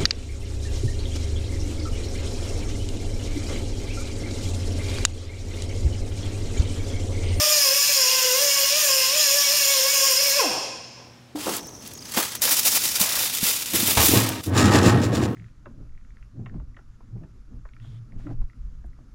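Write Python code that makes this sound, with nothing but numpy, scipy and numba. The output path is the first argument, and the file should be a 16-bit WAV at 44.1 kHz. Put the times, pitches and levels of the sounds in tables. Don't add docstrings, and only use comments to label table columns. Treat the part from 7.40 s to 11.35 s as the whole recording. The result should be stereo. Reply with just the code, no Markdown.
import sys
import numpy as np
from scipy import signal
from scipy.fft import rfft, irfft, next_fast_len
from scipy.io import wavfile
from numba import njit

SR = 44100
rng = np.random.default_rng(int(sys.argv[2]) if len(sys.argv) > 2 else 0)


def waveform_to_disk(signal):
    frames = np.transpose(np.atleast_2d(signal))
    scaled = np.clip(frames, -1, 1) * 32767
    samples = np.round(scaled).astype(np.int16)
    wavfile.write(sys.argv[1], SR, samples)


N = 174195
T = np.arange(-int(0.6 * SR), N) / SR

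STEEL_MODES = [(2526, 134, -7), (2748, 123, -5.5), (2840, 104, -5.5), (3332, 345, -10), (4230, 230, -10),
               (5084, 129, 1.5), (5244, 136, 0.5), (5417, 215, 0.5), (5707, 285, -5.5)]
# (f/Hz, width/Hz, level/dB)
WHEEL_MODES = [(6530, 370, -7.5), (7040, 112, 0)]
# (t/s, level/dB)
LOW_RING_ENVELOPE = [(0.0, -33.0), (0.1, -30.5), (0.52, -29.0), (0.68, -29.0), (0.74, -26.0), (0.96, -31.0),
                     (1.2, -28.0), (1.38, -31.5), (1.6, -28.5), (1.72, -32.0), (1.84, -29.5), (2.12, -31.0),
                     (2.34, -30.0), (2.74, -31.0), (2.8, -34.0), (2.94, -32.0)]
# (t/s, level/dB)
BITE_ENVELOPE = [(0.0, -28), (0.24, -19.5), (0.58, -23.5), (0.72, -19), (0.8, -28), (1.04, -23.5),
                 (1.26, -24), (1.42, -29.5), (1.64, -21.5), (1.72, -33), (1.8, -22.0), (1.92, -22.5),
                 (2.0, -18), (2.24, -23.5), (2.34, -21.5), (2.54, -27.5), (2.68, -21), (2.94, -25)]
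# (t/s, level/dB)
WHEEL_ENVELOPE = [(0.0, -36), (0.12, -25), (0.28, -31.5), (0.78, -26.5), (0.92, -30.5), (1.06, -27),
                  (1.34, -33), (1.44, -23.5), (1.74, -38), (1.78, -20.5), (2.08, -32), (2.22, -24),
                  (2.32, -29), (2.42, -29), (2.64, -24.0), (2.88, -35), (2.92, -21.5), (2.94, -42)]
# (f/Hz, level/dB)
HISS_COLOUR = [(4500, -49), (6000, -2), (6800, -9.5), (7300, -3.5), (7650, -8.5), (8080, -22), (8550, -2),
               (9300, -6), (10100, -10.5), (11000, -9.5), (11400, -2.5), (11900, -11.5), (12350, -5),
               (12900, -6.5), (14100, -6), (15700, -6.5)]
# (t/s, level/dB)
HISS_ENVELOPE = [(0.0, -27.5), (0.18, -23.5), (0.26, -25), (0.44, -25.0), (0.92, -27.5), (1.06, -25),
                 (1.14, -28.5), (1.18, -25), (1.34, -30.0), (1.4, -24.5), (1.58, -26.5), (1.74, -29.5),
                 (1.84, -24), (2.1, -26.5), (2.2, -24.5), (2.48, -26.5), (2.72, -24.5), (2.8, -29),
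                 (2.9, -23.5), (2.94, -31)]
# (t/s, f/Hz)
MOTOR_PITCH = [(0.0, 585), (0.05, 610), (0.13, 604), (0.22, 573), (0.27, 538), (0.31, 535), (0.36, 563),
               (0.49, 581), (0.65, 506), (0.73, 525), (0.92, 500), (1.02, 579), (1.2, 552), (1.3, 548),
               (1.37, 612), (1.41, 609), (1.5, 542), (1.66, 517), (1.69, 528), (1.76, 605), (1.8, 610),
               (1.9, 545), (1.96, 579), (2.09, 556), (2.13, 591), (2.27, 548), (2.32, 558), (2.4, 524),
               (2.51, 565), (2.6, 540), (2.66, 548), (2.74, 516), (2.77, 522), (2.81, 564), (2.86, 566),
               (2.92, 542), (2.97, 584), (2.99, 558)]
# (powered level/dB, gain per 100 Hz of pitch/dB, coasting level/dB)
MOTOR_HARMONICS = [(2, -4.5, 0), (-6, -1.5, 1), (-8, 1, -1.5), (-6, 2, -11), (-18, -4, -8), (-14, 10, -33)]
# (cycles per shaft turn, level/dB)
SHAFT_LINES = [(2, -34), (3, -29), (6, -22.5), (7, -19)]
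# (t/s, half length/s, depth/dB)
WHINE_DIPS = [(0.23, 0.019, 19), (0.396, 0.028, 22), (.45, 0.028, 43), (0.54, 0.017, 25),
              (0.786, 0.023, 30), (1.13, 0.051, 12), (1.409, 0.014, 32), (1.466, 0.0065, 12),
              (1.85, 0.04, 11.5), (2.035, 0.033, 34), (2.147, 0.0096, -6), (2.193, 0.03, 16),
              (2.5, 0.021, 15), (2.823, 0.01, 21)]
# (f/Hz, level/dB)
AIR_COLOUR = [(25, -54), (60, -37), (150, -16), (330, -18.5), (480, -11), (720, -11.5), (1000, -3.5),
              (1300, -5.5), (1600, 1), (2000, 0), (2600, -3), (3300, -1.5), (3900, -0.5), (5000, 9.5),
              (8000, -3), (15000, -28)]
# (f/Hz, level/dB)
PORT_COLOUR = [(100, 0), (200, 1), (330, 2), (430, -7.5), (550, 2), (740, 7.5), (880, -2.5), (1050, 0.5),
               (1400, -9.5), (2500, -2)]
# (f/Hz, t60/s)
HALL_DECAY = [(150, 0.4), (500, 0.88), (1400, 0.88), (3500, 0.97), (5500, 0.93), (8500, 0.74),
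              (11000, 0.49), (15000, 0.31)]
# (f/Hz, level/dB)
MAINS_HUM = [(60, -79), (120, -55), (180, -80.5), (241, -58), (289, -71), (333, -68.5)]
# (f/Hz, level/dB)
ROOM_TONE = [(25, -38), (50, -3), (70, -3), (120, 6), (200, -2.5), (330, -5), (600, -8), (1200, -13),
             (3000, -16), (6000, -21.5), (15000, -36)]

RELEASE_S, AIR_OFF_S, SPIN_DOWN_S = 2.994, 0.031, 0.108
LIFT_S, LIFT_FADE_S = 3.002, 0.058
GRIT_PER_S, GRIT_SPREAD_DB, WOBBLE = 12000, 2, 0.46
LOW_RING_DB, BITE_DB, WHEEL_DB, HISS_DB, RING_SPLIT_HZ = 5, 4.5, 6, 9, 3800
VANES, WORKING_HZ, STALL_HZ, PITCH_JITTER = 4, 550, 170, 0.005
WHINE_DB, AIR_DB, ROOM_TONE_DB = -24, -22, -51.5
BLAT_DB, BLAT_ATTACK_S, BLAT_FADE_S = -14, 0.0036, 0.035
CABIN_DB, CABIN_FADE_S, HALL_DB, HALL_BLOOM_S = -2.5, 0.0082, -3, 0.023
ECHO_DB, ECHO_DELAY_S, ECHO_SMEAR_S, ECHO_TOP_HZ = -27, 0.56, 0.12, 6730
THRESHOLD_DB, RATIO, GAIN_ATTACK_S, GAIN_RELEASE_S, TOP_HZ = -22.5, 2.21, 0.034, 0.1, 15650


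def grind(phase):
    contact = (1 + WOBBLE * np.cos(phase / VANES + 2 * drift(30))) * fade(LIFT_S, LIFT_FADE_S)
    hits = rng.random(len(T)) < GRIT_PER_S / SR
    force = rng.standard_normal(len(T)) * undb(GRIT_SPREAD_DB * rng.standard_normal(len(T)))
    grit = hits * force * contact
    low_modes = [mode for mode in STEEL_MODES if mode[0] < RING_SPLIT_HZ]
    high_modes = [mode for mode in STEEL_MODES if mode[0] >= RING_SPLIT_HZ]
    low = ring(grit, low_modes) * undb(curve(LOW_RING_ENVELOPE) + LOW_RING_DB)
    high = ring(grit, high_modes) * undb(curve(BITE_ENVELOPE) + BITE_DB)
    hiss = noise(HISS_COLOUR) * contact * flutter(db=1.2, rate=87)
    wheel = ring(grit, WHEEL_MODES) * undb(curve(WHEEL_ENVELOPE) + WHEEL_DB)
    return low + high + wheel + hiss * undb(curve(HISS_ENVELOPE) + HISS_DB)


def ring(grit, modes):
    flaring, steady = 0, 0
    for k, (hz, width, db) in enumerate(modes):
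        resonance = lambda f: 1j * f * width / (hz ** 2 - f ** 2 + 1j * f * width)
        note = (-1) ** k * undb(db) * shape(grit, resonance)
        flaring += unit(flutter(db=3, rate=14)) * note
        steady += note
    return flaring / np.std(steady[T < LIFT_S])


def whine(hz, phase):
    overspeed = (hz - WORKING_HZ) / 100
    dip_db = sum(db * np.exp(-((T - at) / half) ** 2) for at, half, db in WHINE_DIPS)
    tone = sum(undb(db) * flutter(db=2.5, rate=11) * np.sin(k * phase / VANES) for k, db in SHAFT_LINES)
    for k, (powered_db, speed_db, _) in enumerate(MOTOR_HARMONICS, 1):
        waver = flutter(db=2.5, rate=35) * undb(-dip_db) if k == 1 else flutter(db=3.5, rate=22)
        tone += undb(powered_db + speed_db * overspeed) * waver * np.sin(k * phase)
    return tone * undb(WHINE_DB) * fade(RELEASE_S, AIR_OFF_S)


def exhaust():
    return noise(AIR_COLOUR) * undb(AIR_DB) * fade(RELEASE_S, AIR_OFF_S)


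def blat(hz, phase):
    envelope = (1 - fade(RELEASE_S - BLAT_ATTACK_S, BLAT_ATTACK_S)) * fade(RELEASE_S, BLAT_FADE_S)
    turning = hz ** 6 / (hz ** 6 + STALL_HZ ** 6)
    tone = sum(undb(coasting_db + over_hz(PORT_COLOUR, k * hz)) * np.sin(k * phase)
               for k, (_, _, coasting_db) in enumerate(MOTOR_HARMONICS, 1))
    return tone * undb(BLAT_DB) * envelope * turning


def garage(x):
    t = np.arange(2 * SR) / SR
    impulse = lambda tail: unit(tail) / np.sqrt(len(t))
    burst = lambda seconds: impulse(rng.standard_normal(len(t)) * np.exp(-t / seconds) * (t > 0.002))
    diffuse, hall = rng.standard_normal(len(t)), 0
    for k, (_, t60) in enumerate(HALL_DECAY):
        band = [(hz, float(j == k)) for j, (hz, _) in enumerate(HALL_DECAY)]
        hall += shape(diffuse, lambda f: over_hz(band, f)) * undb(-60 * t / t60)
    hall = impulse(hall * (1 - np.exp(-t / HALL_BLOOM_S)))
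    far_wall = lambda f: np.exp(-2j * np.pi * f * ECHO_DELAY_S) / (1 + (f / ECHO_TOP_HZ) ** 10)
    echo = shape(burst(ECHO_SMEAR_S), far_wall)
    room = undb(CABIN_DB) * burst(CABIN_FADE_S) + undb(HALL_DB) * hall + undb(ECHO_DB) * echo
    wet = signal.fftconvolve(x, room)[:len(x)]
    return (x + wet) / np.sqrt(1 + undb(CABIN_DB) ** 2 + undb(HALL_DB) ** 2)


def workshop():
    hum = sum(undb(db) * np.sqrt(2) * np.sin(2 * np.pi * hz * T + 0.15 * drift(10))
              for hz, db in MAINS_HUM)
    return hum + undb(ROOM_TONE_DB) * noise(ROOM_TONE)


def undb(db):
    return 10 ** (np.asarray(db) / 20)


def unit(x):
    return x / np.sqrt(np.mean(x ** 2))


def curve(rows):
    return np.interp(T, *np.array(rows).T)


def over_hz(rows, hz):
    f, values = np.array(rows).T
    return np.interp(np.log(np.maximum(hz, 1)), np.log(f), values)


def shape(x, response):
    size = next_fast_len(len(x) + SR // 10)
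    return irfft(rfft(x, size) * response(np.fft.rfftfreq(size, 1 / SR)), size)[:len(x)]


def noise(colour):
    return unit(shape(rng.standard_normal(len(T)), lambda f: undb(over_hz(colour, f))))


def drift(rate):
    return unit(shape(rng.standard_normal(len(T)), lambda f: np.exp(-(f / rate) ** 2)))


def flutter(db, rate):
    return undb(db * drift(rate))


def fade(start, seconds):
    return np.exp(-np.maximum(T - start, 0) / seconds)


@njit
def follow(level, attack, release):
    out, held = np.empty(len(level)), level[:2000].mean()
    for i in range(len(level)):
        held += (level[i] - held) * (attack if level[i] > held else release)
        out[i] = held
    return out


def scene():
    hz = curve(MOTOR_PITCH) * fade(RELEASE_S, SPIN_DOWN_S) * (1 + PITCH_JITTER * drift(61.4))
    phase = 2 * np.pi * np.cumsum(hz) / SR
    half_whine = 0.5 * whine(hz, phase)
    tool = half_whine + blat(hz, phase) + exhaust() + grind(phase)
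    mix = half_whine + garage(tool) + workshop()
    return np.tile(mix[-N:], (2, 1))


def record(dry):
    level = follow(np.abs(dry[0]), 1 / (GAIN_ATTACK_S * SR), 1 / (GAIN_RELEASE_S * SR))
    gain = np.maximum(level / undb(THRESHOLD_DB), 1) ** (1 / RATIO - 1)
    low_pass = signal.ellip(12, 0.1, 90, TOP_HZ, fs=SR, output="sos")
    return signal.sosfilt(low_pass, dry * gain)


dry = scene()
out = record(dry)
waveform_to_disk(out)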